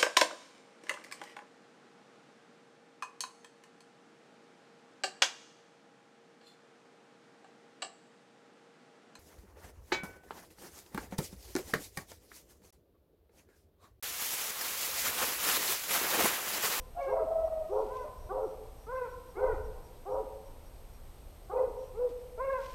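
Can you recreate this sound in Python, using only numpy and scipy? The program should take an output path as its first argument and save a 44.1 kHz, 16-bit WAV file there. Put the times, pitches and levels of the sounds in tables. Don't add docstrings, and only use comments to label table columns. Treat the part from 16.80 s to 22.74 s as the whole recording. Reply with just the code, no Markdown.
import sys
import numpy as np
from scipy import signal
from scipy.fft import rfft, irfft, next_fast_len
from scipy.io import wavfile
from scipy.ndimage import uniform_filter1d, map_coordinates

SR = 44100
rng = np.random.default_rng(int(sys.argv[2]) if len(sys.argv) > 2 else 0)


def output_pcm(signal):
    pcm = np.clip(np.atleast_2d(signal).T, -1, 1) * 32767
    wavfile.write(sys.argv[1], SR, np.round(pcm).astype(np.int16))


def boost_factor(decibels):
    exponent = np.asarray(decibels, float) / 20
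    return 10 ** exponent


N = 261954
T = np.arange(N) / SR

# start in seconds, length to the last push in seconds, level in dB, last push in dB,
# rise of the opening overtones in dB, second tone in dB.
BAY_CALLS = [(.26, .16, -40.5, 3, 3.5, -32), (.89, 0.14, -36, 3, -7, -32),
             (1.487, 0.16, -41.5, 8.5, 7, -33.5), (2.56, .16, -37, 3, -4, -31),
             (3.251, .16, -41.5, 8, 2, -34), (4.693, 0.15, -42.5, 4, 6.5, -32.5)]
# share of the length (0-1), added time in seconds, pitch ratio, level in dB,
# overtones in dB, second tone's pitch ratio, second tone's level in dB.
BAY_COURSE = [(0, 0, .74, -22, 0, .99, -48), (0, .013, .85, -7, 0, .99, -39),
              (0, .036, .97, -1, -6, .97, -9), (.5, 0, .99, 0, -16, .995, -1),
              (.75, 0, 1.005, 0, -16, 1.01, 0), (1, 0, 1.05, 0, -14, 1, -9),
              (1, .017, .87, -11, -22, .99, -35), (1, .032, .64, -20, -22, .99, -44),
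              (1, .051, .4, -31, -22, .99, -48)]
# start in seconds, length in seconds, top pitch in Hz, depth of the pitch arch as a
# factor, sag over the call in Hz, level in dB, overtones in dB, open mouth on partials 3 and up in dB.
YELP_CALLS = [(-.12, 0.26, 512.7, 0, 3, -59.5, -6, -15), (0.179, 0.19, 561.5, 0.13, 37.4, -33.5, -10, 4),
              (1.08, .19, 515.5, .6, 2.7, -44, 0.5, -5.5),
              (2.065, 0.23, 519.8, 1.01, 4.2, -36.5, -6.5, 0.5),
              (2.55, .22, 509.3, 1.13, 2.9, -36, -10.5, 4.5),
              (5.575, 0.25, 546.7, 1.01, 3.6, -33.5, -7, 1.5)]
# share of the length (0-1), added time in seconds, pitch below the top as a
# fraction, level in dB, overtones in dB.
YELP_COURSE = [(0, 0, .2, -19, 4), (0, .012, .17, -11, 3), (0, .036, .055, -4, 3), (.29, 0, 0, -1, -1),
               (.58, 0, .008, 0, 0), (.78, 0, .06, -4, 4), (1, -.02, .14, -11, 4), (1, 0, .17, -32, 6)]
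# start in seconds, length to the steep drop in seconds, top pitch in Hz, level in dB,
# overtones in dB.
MELLOW_CALLS = [(4.691, .188, 520.8, -29, -22.5), (5.135, .145, 507.2, -29.5, -27)]
# share of the length (0-1), added time in seconds, pitch ratio,
# level in dB, overtones in dB.
MELLOW_COURSE = [(0, 0, .68, -32, 21), (0, .014, .77, -21, 20), (.22, 0, .85, -15, 13),
                 (.45, 0, .95, -5, 5), (.77, 0, 1, 0, 0), (1, 0, .94, -7, 0), (1, .02, .65, -24, -3),
                 (1, .045, .37, -38, -3)]
# start in seconds, length in seconds, pitch in Hz, sag in Hz/s, level in dB, fade in dB/s.
HOWL_CALLS = [(.15, 0.071, 706, 100, -35.5, 61), (0.215, 0.051, 713, 60, -41, 32),
              (.31, 0.147, 672, 370, -34, -20), (0.462, 0.425, 653, 60, -32.5, 25.5),
              (1.229, 0.067, 610, 200, -40.5, 142), (5.568, .045, 655, 3, -47, 30)]

COMBINATIONS = [(2, -1), (-1, 2), (3, -1), (1, 1), (0, 2), (4, -1), (2, 1), (1, 2)]
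COMBINATION_DB = [-26, -15, -16, -13, -19, -25, -33, -38]
# frequency in Hz, gain in dB over the overtone level.
BAY_RESONANCE = [(600, 0), (900, 0), (1250, -9), (1500, -21), (1750, -38), (2600, -46)]
YELP_RESONANCE = [(800, -1), (1050, 1), (1300, -5), (1600, -11), (1800, -28), (2150, -20), (2400, -29),
                  (2750, -33)]
MELLOW_RESONANCE = [(700, 0), (1000, 0), (1350, -5), (1650, -30), (2050, -26), (2600, -30)]
HOWL_RESONANCE = [(1200, -2), (1400, -4), (1900, -17), (2600, -32), (3300, -40)]
# frequency in Hz, relative density in dB per Hz.
BREATH_COLOUR = [(220, -36), (330, -12), (600, 0), (950, -5), (1300, -16), (1600, -30), (2000, -42),
                 (4000, -70)]
# frequency in Hz, time to fall 60 dB in seconds.
WOODS_DECAY = [(300, .9), (600, 1.25), (1100, 1.0), (1600, .65), (2100, .5), (6000, .3)]
# frequency in Hz, echo in dB.
TRUNK_ECHO = [(200, -26), (330, -14), (450, -7), (1500, -5), (2200, -1), (4000, -4)]

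# time in seconds, level in dB.
BUFFETS = [(0.0, -44), (0.05, -52.5), (0.84, -46), (0.88, -53.5), (1.47, -46.5), (1.72, -56), (1.8, -48),
           (2.55, -51.5), (2.74, -35.5), (3.09, -50.5), (5.87, -50), (5.94, -46)]
# frequency in Hz, relative density in dB per Hz.
BREEZE_COLOUR = [(11, -33), (18, 3), (32, 2), (75, -6), (156, -31.5), (178, -36), (250, -25.5), (320, -59),
                 (550, -120)]
# peak in seconds, rise in seconds, fall in seconds, level in dB.
LEAF_STIRS = [(.23, 0.023, 0.062, -68), (1.01, 0.047, 0.03, -77), (1.19, 0.16, .06, -70.5),
              (2.131, 0.02, 0.087, -80.5), (2.68, .05, 0.099, -79), (5.05, 0.16, .06, -81),
              (5.295, 0.0049, 0.035, -68.5), (5.86, 0.067, 0.43, -59)]
# frequency in Hz, relative density in dB per Hz.
LEAF_COLOUR = [(1470, -12.5), (2500, -1), (2880, -3), (5970, -7.5), (12000, -22.5), (12700, -12),
               (15000, -24.5)]
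# start in seconds, length in seconds.
CLEAR_NOTES = [(0, .03), (.295, .055), (.645, .04), (2.15, .04), (2.295, .05), (2.48, .045), (2.83, .05),
               (3.035, .04), (3.3, .055), (3.65, .045), (3.85, .045), (4.13, .055)]
HOARSE_NOTES = [.9, 1.14, 1.36, 1.61, 1.96, 4.97]
# frequency in Hz, relative density in dB per Hz.
AIR_COLOUR = [(60, -16), (100, 3), (230, -7.5), (500, -5), (870, -10), (1660, -20.5), (4270, -25),
              (8000, -28.5), (12000, -28), (13500, -30), (15200, -33)]
# frequency in Hz, level in dB rms within a burst.
WHINE_TONES = [(4160, -87), (5280, -94), (7780, -94), (8316, -75), (8882, -84), (10560, -94), (11910, -87),
               (12472, -75), (13034, -81), (13588, -91)]


def hounds():
    bay = voice(list(bays()), BAY_RESONANCE, jitter=0.018, shimmer_db=2.5, breath_db=-38.0)
    mouths = [row[-1] for row in YELP_CALLS]
    yelp = voice(list(yelps()), YELP_RESONANCE, jitter=0.012, shimmer_db=2.62, breath_db=-28.5, mouths=mouths)
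    mellow = voice(list(mellows()), MELLOW_RESONANCE, jitter=0.0136, shimmer_db=3.1, breath_db=-23.5)
    howl = voice(list(howls()), HOWL_RESONANCE, jitter=0.014, shimmer_db=2.2, breath_db=-20, side=(102, -15))
    throb_hz, throb_db = 26, 4
    howl = howl * boost_factor(throb_db * np.sin(2 * np.pi * throb_hz * T + 3 * wobble(9)))
    return sum(cry + woods(cry, rise=0.057) for cry in (bay, yelp, mellow, howl))


def bays():
    first_hz, second_hz = 429.1, 526.5
    for start, length, db, push_db, open_db, second_db in BAY_CALLS:
        s, share, ratio, level, over, ratio2, level2 = stretch(BAY_COURSE, start, length)
        level = db + level + push_db * (share == 1)
        over = over + open_db * (share == 0)
        yield np.c_[s, first_hz * ratio, level, over, second_hz * ratio2, second_db + level2]


def yelps():
    tire_db_per_hz = 0.22
    for start, length, top_hz, arch, sag_hz, db, over_db, _ in YELP_CALLS:
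        s, share, under, level, over = stretch(YELP_COURSE, start, length)
        hz = top_hz * (1 - arch * under) - sag_hz * share
        level = db + level - tire_db_per_hz * sag_hz * share
        yield np.c_[s, hz, level, over_db + over]


def mellows():
    for start, length, top_hz, db, over_db in MELLOW_CALLS:
        s, _, ratio, level, over = stretch(MELLOW_COURSE, start, length)
        yield np.c_[s, top_hz * ratio, db + level, over_db + over]


def howls():
    rise_s, fall_s = 0.03, 0.019
    scoop, edge_db, over_db = 0.057, -15, -23
    for start, length, top_hz, sag, db, fade in HOWL_CALLS:
        age = np.array([0, rise_s, max(length - fall_s, rise_s), length])
        held = np.clip(age - rise_s, 0, None)
        edge = (age == 0) | (age == length)
        hz = (top_hz - sag * held) * (1 - scoop * (age == 0))
        level = db - fade * held + edge_db * edge
        yield np.c_[start + age, hz, level, over_db + 0 * age]


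def stretch(course, start, length):
    share, plus, *cols = np.transpose(course)
    return start + share * length + plus, share, *cols


def voice(calls, throat, jitter, shimmer_db, breath_db, mouths=None, side=None):
    out, breath = np.zeros(N), noise(BREATH_COLOUR)
    for rows, mouth_db in zip(calls, mouths or np.zeros(len(calls))):
        s, *cols = np.transpose(rows)
        on = (T >= s[0]) & (T < s[-1])
        n = on.sum()
        curves = [uniform_filter1d(np.interp(T[on], s, c), size=400) for c in cols]
        hz, db, over_db, *second = curves

        def turn(pitch):
            return 2 * np.pi * np.cumsum(pitch * (1 + jitter * wobble(160, size=n))) / SR

        def shake():
            return shimmer_db * wobble(70, size=n)

        phase = turn(hz)
        cry = boost_factor(db + shake()) * np.sin(phase)
        cry += boost_factor(db + breath_db) * breath[on]
        for k in range(2, 6):
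            partial_db = db + over_db + along(throat, k * hz) + mouth_db * (k > 2) + k / 2 * shake()
            cry += boost_factor(partial_db) * np.sin(k * phase + k)
        if second:
            second_hz, second_db = second
            other = turn(second_hz)
            cry += boost_factor(second_db + shake()) * np.sin(other)
            cry += boost_factor(second_db - 17) * breath[on]
            for (a, b), mix_db in zip(COMBINATIONS, COMBINATION_DB):
                cry += boost_factor(second_db + mix_db + 2 * shake()) * np.sin(a * phase + b * other)
        if side:
            side_hz, side_db = side
            cry += boost_factor(db + side_db + 2 * shake()) * np.sin(phase + 2 * np.pi * side_hz * T[on])
        out[on] += np.sqrt(2) * cry * signal.windows.tukey(n, 0.04)
    return out


def woods(x, rise):
    hz, t, z = signal.stft(rng.standard_normal(2 * SR), SR, nperseg=256)
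    swell_s = rise * 500 / (hz[:, None] + 200)
    shape = 1 - np.exp(-t / swell_s)
    shape *= boost_factor(-60 * t / along(WOODS_DECAY, hz)[:, None])
    shape *= boost_factor(along(TRUNK_ECHO, hz))[:, None] / np.linalg.norm(shape, axis=1, keepdims=True)
    tail = signal.istft(z * shape, SR, nperseg=256)[1]
    return signal.fftconvolve(x, tail / np.sqrt(128))[:N]


def breeze():
    lumps = unit(boost_factor(0.84 * wobble(10)) * noise(BREEZE_COLOUR))
    return boost_factor(np.interp(T, *np.transpose(BUFFETS))) * lumps


def leaves():
    grains = boost_factor(1.5 * wobble(30) + 2.5 * wobble(400))
    level = boost_factor(-77)
    for peak, rise, fall, db in LEAF_STIRS:
        level = level + boost_factor(db) * np.exp(-np.abs(T - peak) / np.where(T < peak, rise, fall))
    return level * unit(grains * noise(LEAF_COLOUR))


def bird():
    out = np.zeros(N)
    notes = [(s, length, 5640, -71.5, 8) for s, length in CLEAR_NOTES]
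    notes += [(s, 0.14, 5740, -72.5, 200) for s in HOARSE_NOTES]
    for s, length, hz, db, smear_hz in notes:
        on = (T >= s) & (T < s + length)
        n = on.sum()
        phase = 2 * np.pi * np.cumsum(hz + smear_hz * wobble(588, size=n)) / SR
        octave = boost_factor(-3 - smear_hz / 20) * np.sin(2 * phase)
        out[on] += boost_factor(db) * (np.sin(phase) + octave) * signal.windows.tukey(n, 0.4)
    return out


def air():
    return boost_factor(-58.0 + 0.19 * wobble(2.72)) * noise(AIR_COLOUR)


def whine():
    since = (T + 0.0011) % (1 / 48)
    tones = np.zeros(N)
    for hz, db in WHINE_TONES:
        tones += np.sqrt(2) * boost_factor(db) * np.sin(2 * np.pi * (hz * since + rng.random()))
    gate = (since < 0.0181) * 1.0
    return tones * uniform_filter1d(gate, size=20)


def noise(spectrum):
    m = next_fast_len(N)
    gain = boost_factor(along(spectrum, np.fft.rfftfreq(m, 1 / SR)))
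    return unit(irfft(rfft(rng.standard_normal(m)) * gain, m)[:N])


def wobble(rate, size=N):
    knots = rng.standard_normal(int(size * rate / SR) + 4)
    return map_coordinates(knots, [np.arange(size) * rate / SR])


def along(points, hz):
    f, v = np.transpose(points)
    return np.interp(np.log(hz + 1), np.log(f + 1), v)


def unit(x):
    return x / np.sqrt(np.mean(x ** 2) + 1e-20)


def scene():
    return (hounds() + breeze() + leaves() + bird() + air())[None]


def top_cut(x):
    return signal.sosfilt(signal.butter(12, 15190, fs=SR, output="sos"), x)


def record(dry):
    mix = dry + whine()
    return top_cut(mix)


dry = scene()
out = record(dry)
output_pcm(out)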